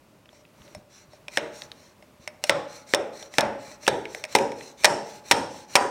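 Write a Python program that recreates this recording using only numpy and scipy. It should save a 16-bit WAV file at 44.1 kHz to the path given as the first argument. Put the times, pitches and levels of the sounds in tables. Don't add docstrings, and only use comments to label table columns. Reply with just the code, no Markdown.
import sys
import numpy as np
from scipy import signal
from scipy.fft import rfft, irfft, next_fast_len
from scipy.io import wavfile
from scipy.ndimage import map_coordinates

SR = 44100
rng = np.random.default_rng(int(sys.argv[2]) if len(sys.argv) > 2 else 0)


def log_audio(samples):
    frames = np.atleast_2d(samples).T
    limited = np.clip(frames, -1, 1)
    pcm = np.round(limited * 32767).astype(np.int16)
    wavfile.write(sys.argv[1], SR, pcm)


N = 260489
T = np.arange(8192) / SR

# start_s, level_db, thud_db (against the blow), crack_hz
BLOWS = [(1.373, -17, -7, 1850), (2.495, -12.5, -6.5, 1920), (2.9369, -17.5, -2, 1820),
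         (3.3835, -12, -3.5, 1720), (3.878, -14, -2.5, 1670), (4.351, -15, -1.5, 2030),
         (4.8449, -9.5, -8.5, 1934), (5.3120, -11, -7, 1940), (5.7543, -10, -8, 2380)]
# pitch_hz, level_db, t60_s
STEEL_MODES = [(1570, -4, .05), (2160, -2, .04), (2470, -1, .05), (3380, -6, .04), (3810, -3, .04),
               (4339, -6, .04), (5297, -4, .06), (5500, -4, .06), (5930, -6, .05), (6500, -9, .04),
               (8200, -9, .04), (8750, -8, .04), (9230, -9, .05)]
# frequency_hz, level_db
CRACK_COLOUR = [(500, -16.5), (1150, -3), (1550, -1.5), (1880, 3), (2150, 1), (2480, 1), (3000, -1),
                (3700, 0.5), (4500, -8.5), (7000, -58)]
# frequency_hz, level_db
TREBLE_COLOUR = [(2500, -33), (4000, 3.5), (4750, 1), (5450, 9.5), (6300, 1.5), (7300, -1), (8500, 1.5),
                 (10500, -9.5), (12800, -12.5), (16000, -20)]
# frequency_hz, level_db
BUMP_COLOUR = [(20, -14), (50, -3), (110, 0), (220, -1), (400, -16), (1000, -50), (3000, -95)]

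STEEL_DB, SCATTER_DB = -9, 1.5


def amp(db):
    return 10 ** (np.asarray(db) / 20)


def unit(x):
    return x / np.sqrt(np.mean(x ** 2) + 1e-20)


def normalised(x):
    return x / np.linalg.norm(x) * np.sqrt(.005 * SR)


def along(points, hz):
    point_hz, value = np.transpose(points)
    return np.interp(np.log(hz + 1), np.log(point_hz + 1), value)


def fade(t, t60):
    return np.exp(-np.log(1000) * t / t60)


def add(track, s, sound):
    part = track[round(s * SR):][:len(sound)]
    part += sound[:len(part)]


def wobble(rate):
    knots = rng.standard_normal(int(N * rate / SR) + 4)
    return map_coordinates(knots, [np.arange(N) * rate / SR])


def noise(spectrum, size):
    gain = amp(along(spectrum, np.fft.rfftfreq(size, 1 / SR)))
    return unit(irfft(rfft(rng.standard_normal(size)) * gain, size))


def push(spectrum, size=4096):
    cepstrum = irfft(np.log(amp(along(spectrum, np.fft.rfftfreq(size, 1 / SR)))))
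    cepstrum[1:size // 2] *= 2
    cepstrum[size // 2 + 1:] = 0
    impulse = irfft(np.exp(rfft(cepstrum)))
    return normalised(np.pad(impulse, (0, len(T) - size)))


def burst(spectrum, t60):
    force = rng.standard_normal(len(T)) * fade(T, t60)
    phase = np.angle(rfft(force))
    even = irfft(np.exp(1j * phase), len(T)) * fade(T, 2 * t60)
    return normalised(signal.fftconvolve(even, push(spectrum))[:len(T)])


def ring(modes, scatter_db, attack):
    hz, db, t60 = np.transpose(modes)[:, :, None]
    level, detune, phase = rng.standard_normal((3, len(modes), 1))
    waves = np.sin(2 * np.pi * (hz * (1 + .003 * detune) * T + phase))
    decaying = amp(db + scatter_db * level) * fade(T, t60) * waves
    return normalised(np.sum(decaying, 0) * (1 - np.exp(-T / attack)))


def crack(hz, t60, spread_db):
    # frequency_ratio, level_db
    skirts = [(.2, -50), (.7, -20), (.88, -8), (1.0, 0), (1.12, -8), (1.4, -20), (4, -55)]
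    resonance = burst(np.array(skirts) * [hz, 1], t60)
    return resonance + amp(spread_db) * burst(CRACK_COLOUR, t60)


def workshop(x, build_s):
    # frequency_hz, t60_s
    tail_t60 = [(100, 1), (250, 0.76), (550, 0.8), (1000, 0.61), (2000, 0.57), (5500, 0.64), (9000, 0.52),
                (15000, 0.39)]
    # frequency_hz, level_db
    room_colour = [(60, -53), (110, -9), (150, -0.5), (210, 4.5), (330, 2.5), (560, 0.5), (900, -1),
                   (1400, 0.5), (2000, -7.5), (4000, -11.5), (9000, -16.5), (15000, -23.5)]
    # frequency_hz, level_db
    far_colour = [(300, 2), (1000, -3.5), (2500, -14), (8000, -4)]
    # frequency_hz, level_db
    bench_colour = [(300, -24), (800, 4), (1600, 3), (4000, 11), (10000, -18)]
    far_delay_s = 0.05
    hz, t, z = signal.stft(rng.standard_normal(SR), SR, nperseg=256)
    bench = amp(along(bench_colour, hz))[:, None] * fade(t, 0.093)
    arrival = .5 + .5 * np.tanh((t - far_delay_s) / .004)
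    far_wall = amp(along(far_colour, hz))[:, None] * arrival * fade(np.abs(t - far_delay_s), 0.47)
    tail = fade(t, along(tail_t60, hz)[:, None]) * (1 - np.exp(-t / build_s))
    shape = tail * (1 + bench + far_wall)
    shape *= amp(along(room_colour, hz))[:, None] / np.sqrt(np.mean(shape ** 2, 1, keepdims=True) * SR)
    response = signal.istft(z * shape, SR, nperseg=256)[1]
    return signal.fftconvolve(x, response)


def sleeve_speed():
    # start_s, end_s, hiss_db
    slides = [(0.29, 0.43, -60.5), (0.55, 0.82, -60.5), (0.886, 1.062, -54.5), (1.095, 1.19, -61),
              (1.512, 1.672, -47.5), (1.73, 1.944, -57.5), (2.193, 2.296, -58)]
    draw_from, draw_to, draw_db = 0.4, 0.79, -49
    thrust_s, thrust_db = 0.079, -44.5
    speed = np.zeros(N)
    blow_times = np.transpose(BLOWS)[0]
    run = blow_times[1:]
    draws = [(s + draw_from * gap, s + draw_to * gap, draw_db) for s, gap in zip(run, np.diff(run))]
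    for start, end, db in list(slides) + draws:
        size = max(round((end - start) * SR), 2)
        stroke = np.abs(np.sin(np.linspace(0, np.pi, size))) ** 0.69
        add(speed, start, amp(db) * stroke)
    for s in blow_times:
        thrust = np.sin(np.linspace(0, np.pi / 2, round(thrust_s * SR)))
        add(speed, s - thrust_s, amp(thrust_db) * thrust)
    return speed


def background(speed):
    # frequency_hz, level_db
    low_colour = [(15, -54), (25, -47), (53, -3.5), (120, 1), (157, 1.5), (335, -1), (503, -6), (591, 2.5),
                  (695, -9), (988, -7.5), (1740, -15.5), (2550, -15), (3250, -19), (6740, -23),
                  (16000, -29)]
    # start_s, level_db
    bumps = [(0.596, -46), (.765, -39), (1.079, -53), (2.195, -45.5)]
    regrip_s, regrip_width_s, regrip_db = 0.68, 0.15, -57.5
    handling_db = -11
    air = amp(-57.5 - 1.5 * wobble(rate=6.92)) * noise(low_colour, N)
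    regrip = amp(regrip_db) * np.exp(-((np.arange(N) / SR - regrip_s) / regrip_width_s) ** 2)
    out = air + (regrip + amp(handling_db) * speed) * noise(low_colour, N)
    for s, db in bumps:
        add(out, s, amp(db) * burst(BUMP_COLOUR, t60=0.19))
    return out


def ticks():
    ticks_per_s, softest_db, range_db, centre_hz = 2.2, -58.5, 8, 2620
    out = np.zeros(N)
    for when, size, pitch in rng.random((round(ticks_per_s * N / SR), 3)):
        hz = centre_hz * 2 ** (pitch - .5)
        tick = crack(hz, t60=0.012, spread_db=1)
        add(out, when * N / SR, amp(softest_db + range_db * size) * tick)
    return out


def sleeve_contact(db, ring_db, hz):
    # pitch_hz, level_db, t60_s
    hollow_modes = [(600, 0, .06), (770, -4, .03), (960, -7, .025), (5420, -11, .06), (9200, -21, .05)]
    hollow_db, hollow_slope = -13.5, 0.47
    steel = amp(STEEL_DB) * ring(STEEL_MODES, SCATTER_DB, attack=0.0033)
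    bright = burst(TREBLE_COLOUR, t60=0.019) + steel
    click = crack(hz, t60=.013, spread_db=-6)
    hollow = amp(hollow_db - hollow_slope * db) * ring(hollow_modes, SCATTER_DB, attack=0.00039)
    return amp(db) * (click + amp(ring_db) * (bright + hollow))


def sleeve_contacts():
    # start_s, level_db, ring_db (against the click), click_hz
    contacts = [(0.257, -55, -14, 2520), (.329, -68, 1, 2500), (.749, -45.5, 1, 2000),
                (1.133, -61.5, 1, 1940), (1.282, -33.5, -10, 2400), (1.62, -34, -16, 3800),
                (1.717, -36.5, -14, 3740), (2.025, -53.5, -9, 2150), (2.2761, -32, -4.5, 2270),
                (2.439, -25, 1, 2810), (2.947, -22.5, 2, 3600), (3.226, -40, -6.5, 3620),
                (3.3392, -39, -7, 1970), (3.408, -26, 0.5, 3500), (3.715, -48.5, -2.5, 1940),
                (3.833, -51, -3.5, 2000), (3.867, -28.5, -10.5, 2620), (4.0543, -34, -18, 2180),
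                (4.1478, -33.5, -5.5, 2040), (4.2396, -30, -4.5, 2410), (4.251, -40, -1.5, 2060),
                (4.3862, -28, -5.5, 2390), (4.519, -40.5, -8.5, 2200), (4.609, -40.5, -23, 2020),
                (4.8368, -33.5, -1, 2400), (4.854, -21.5, 7.5, 2400)]
    out = np.zeros(N)
    for s, db, ring_db, hz in contacts:
        contact = sleeve_contact(db, ring_db, hz)
        add(out, s, contact)
        add(out, s, amp(-6) * workshop(contact, build_s=0.0017))
    return out


def swish(ripple_db):
    # frequency_hz, level_db
    hiss_colour = [(400, -14), (1000, -5), (1600, -5), (2300, -0.5), (3250, -11), (4200, 3), (4550, -6),
                   (5000, -8), (5450, 1), (5950, 4.5), (6500, -5), (7300, -4.5), (9000, -8), (9900, -16),
                   (10400, -11), (12200, -21), (14000, -13), (16000, -24)]
    hz, t, z = signal.stft(noise(hiss_colour, N), SR, nperseg=512)
    cells = np.meshgrid(hz / 200, t / .08, indexing="ij")
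    field = map_coordinates(rng.standard_normal((128, 128)), cells, mode="mirror")
    return unit(signal.istft(z * amp(ripple_db * field), SR, nperseg=512)[1][:N])


def sliding(speed):
    fast_flutter = amp(1.2 * wobble(rate=147))
    slow_flutter = amp(0.75 * wobble(rate=39))
    friction = slow_flutter * fast_flutter * swish(ripple_db=3)
    low_pass = signal.butter(2, 7000, fs=SR, output="sos")
    dull = signal.sosfiltfilt(low_pass, friction)
    opening = 0.063 + 0.89 * np.sqrt(np.abs(speed) / speed.max())
    hiss = speed * (dull + opening * (friction - dull))
    room = amp(-1.5) * workshop(hiss, build_s=0.008)[:N]
    return amp(1.1) * (hiss + room)


def seated(giving, home, s):
    seated_at_s, seating_s = 3.926, 0.32
    share = .5 + .5 * np.tanh((s - seated_at_s) / seating_s)
    return giving + share * (home - giving)


def tube_ring(seconds):
    # pitch_hz, level_db, t60_s
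    tube_modes = [(846, -28.5, 2.16), (2475, -28.5, 0.37)]
    t = np.arange(round(seconds * SR)) / SR
    notes = sum(amp(db) * np.sin(2 * np.pi * hz * t) * fade(t, t60) for hz, db, t60 in tube_modes)
    return notes * np.sqrt(1 - t / t[-1])


def knocks():
    # pitch_hz, level_db, t60_s
    leg_modes = [(154.5, -23, 0.095), (210.8, -21.5, 0.2), (293.4, -15.5, 0.059), (407, -10.5, 0.038),
                 (464, -8.5, 0.074), (563, 5, 0.046), (676, -15, 0.13)]
    # pitch_hz, level_db, t60_s
    seat_modes = [(789, 3.5, 0.026), (844, -6, 0.039), (890, -7, 0.085), (948, 4.5, 0.04),
                  (1034, -19.5, 0.19)]
    # frequency_hz, level_db
    thud_colour = [(30, -21.5), (110, -6), (200, -8), (350, -1.5), (550, 2), (930, -5.5), (1250, -12.5),
                   (2000, -21), (5000, -64)]
    out = np.zeros(N)
    linger = tube_ring(seconds=0.51)
    low_cut = signal.butter(2, 160, "high", fs=SR, output="sos")
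    for s, db, thud_db, hz in BLOWS:
        chatter_t60 = seated(0.016, 0.053, s)
        treble = amp(seated(-8, -2, s))
        steel = amp(STEEL_DB) * ring(STEEL_MODES, SCATTER_DB, attack=0.0011)
        edge = treble * (burst(TREBLE_COLOUR, chatter_t60) + steel)
        strike = amp(-1.5) * crack(hz, chatter_t60, spread_db=seated(-1, -0.5, s)) + edge
        lower = ring(leg_modes, SCATTER_DB, attack=0.0039)
        upper = amp(seated(-5.5, 3.5, s)) * ring(seat_modes, SCATTER_DB, attack=0.00098)
        leg = amp(thud_db) * (lower + upper)
        thump = amp(thud_db + 0.35) * burst(thud_colour, t60=0.014)
        shove = amp(seated(-28.5, -42, s)) * push(BUMP_COLOUR)
        add(out, s, amp(db) * (signal.sosfilt(low_cut, strike + leg + thump) + shove))
        add(out, s + 0.0093, sleeve_contact(db + seated(-20.5, -12.5, s), ring_db=-0.5, hz=2440))
        body = amp(-0.85) * leg + amp(thud_db + 1.46) * burst(thud_colour, t60=0.012)
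        shimmer = amp(seated(0, -1, s)) * burst(CRACK_COLOUR, t60=0.0063)
        shimmer += treble * burst(TREBLE_COLOUR, chatter_t60)
        shimmer += amp(seated(-15, -3.5, s)) * burst(TREBLE_COLOUR, t60=0.024)
        radiated = amp(db + seated(-2, 0.14, s))
        add(out, s, radiated * workshop(body + shimmer, build_s=0.005))
        add(out, s, radiated * linger)
    return out


def scene():
    speed = sleeve_speed()
    mono = background(speed) + ticks() + sleeve_contacts() + sliding(speed) + knocks()
    return np.tile(mono, (2, 1))


def record(dry):
    clipped = dry / (1 + np.abs(dry) ** 6) ** (1 / 6)
    size = next_fast_len(N + SR // 2)
    kept = np.fft.rfftfreq(size, 1 / SR) < 16000
    return irfft(rfft(clipped, size) * kept, size)[:, :N]


dry = scene()
out = record(dry)
log_audio(out)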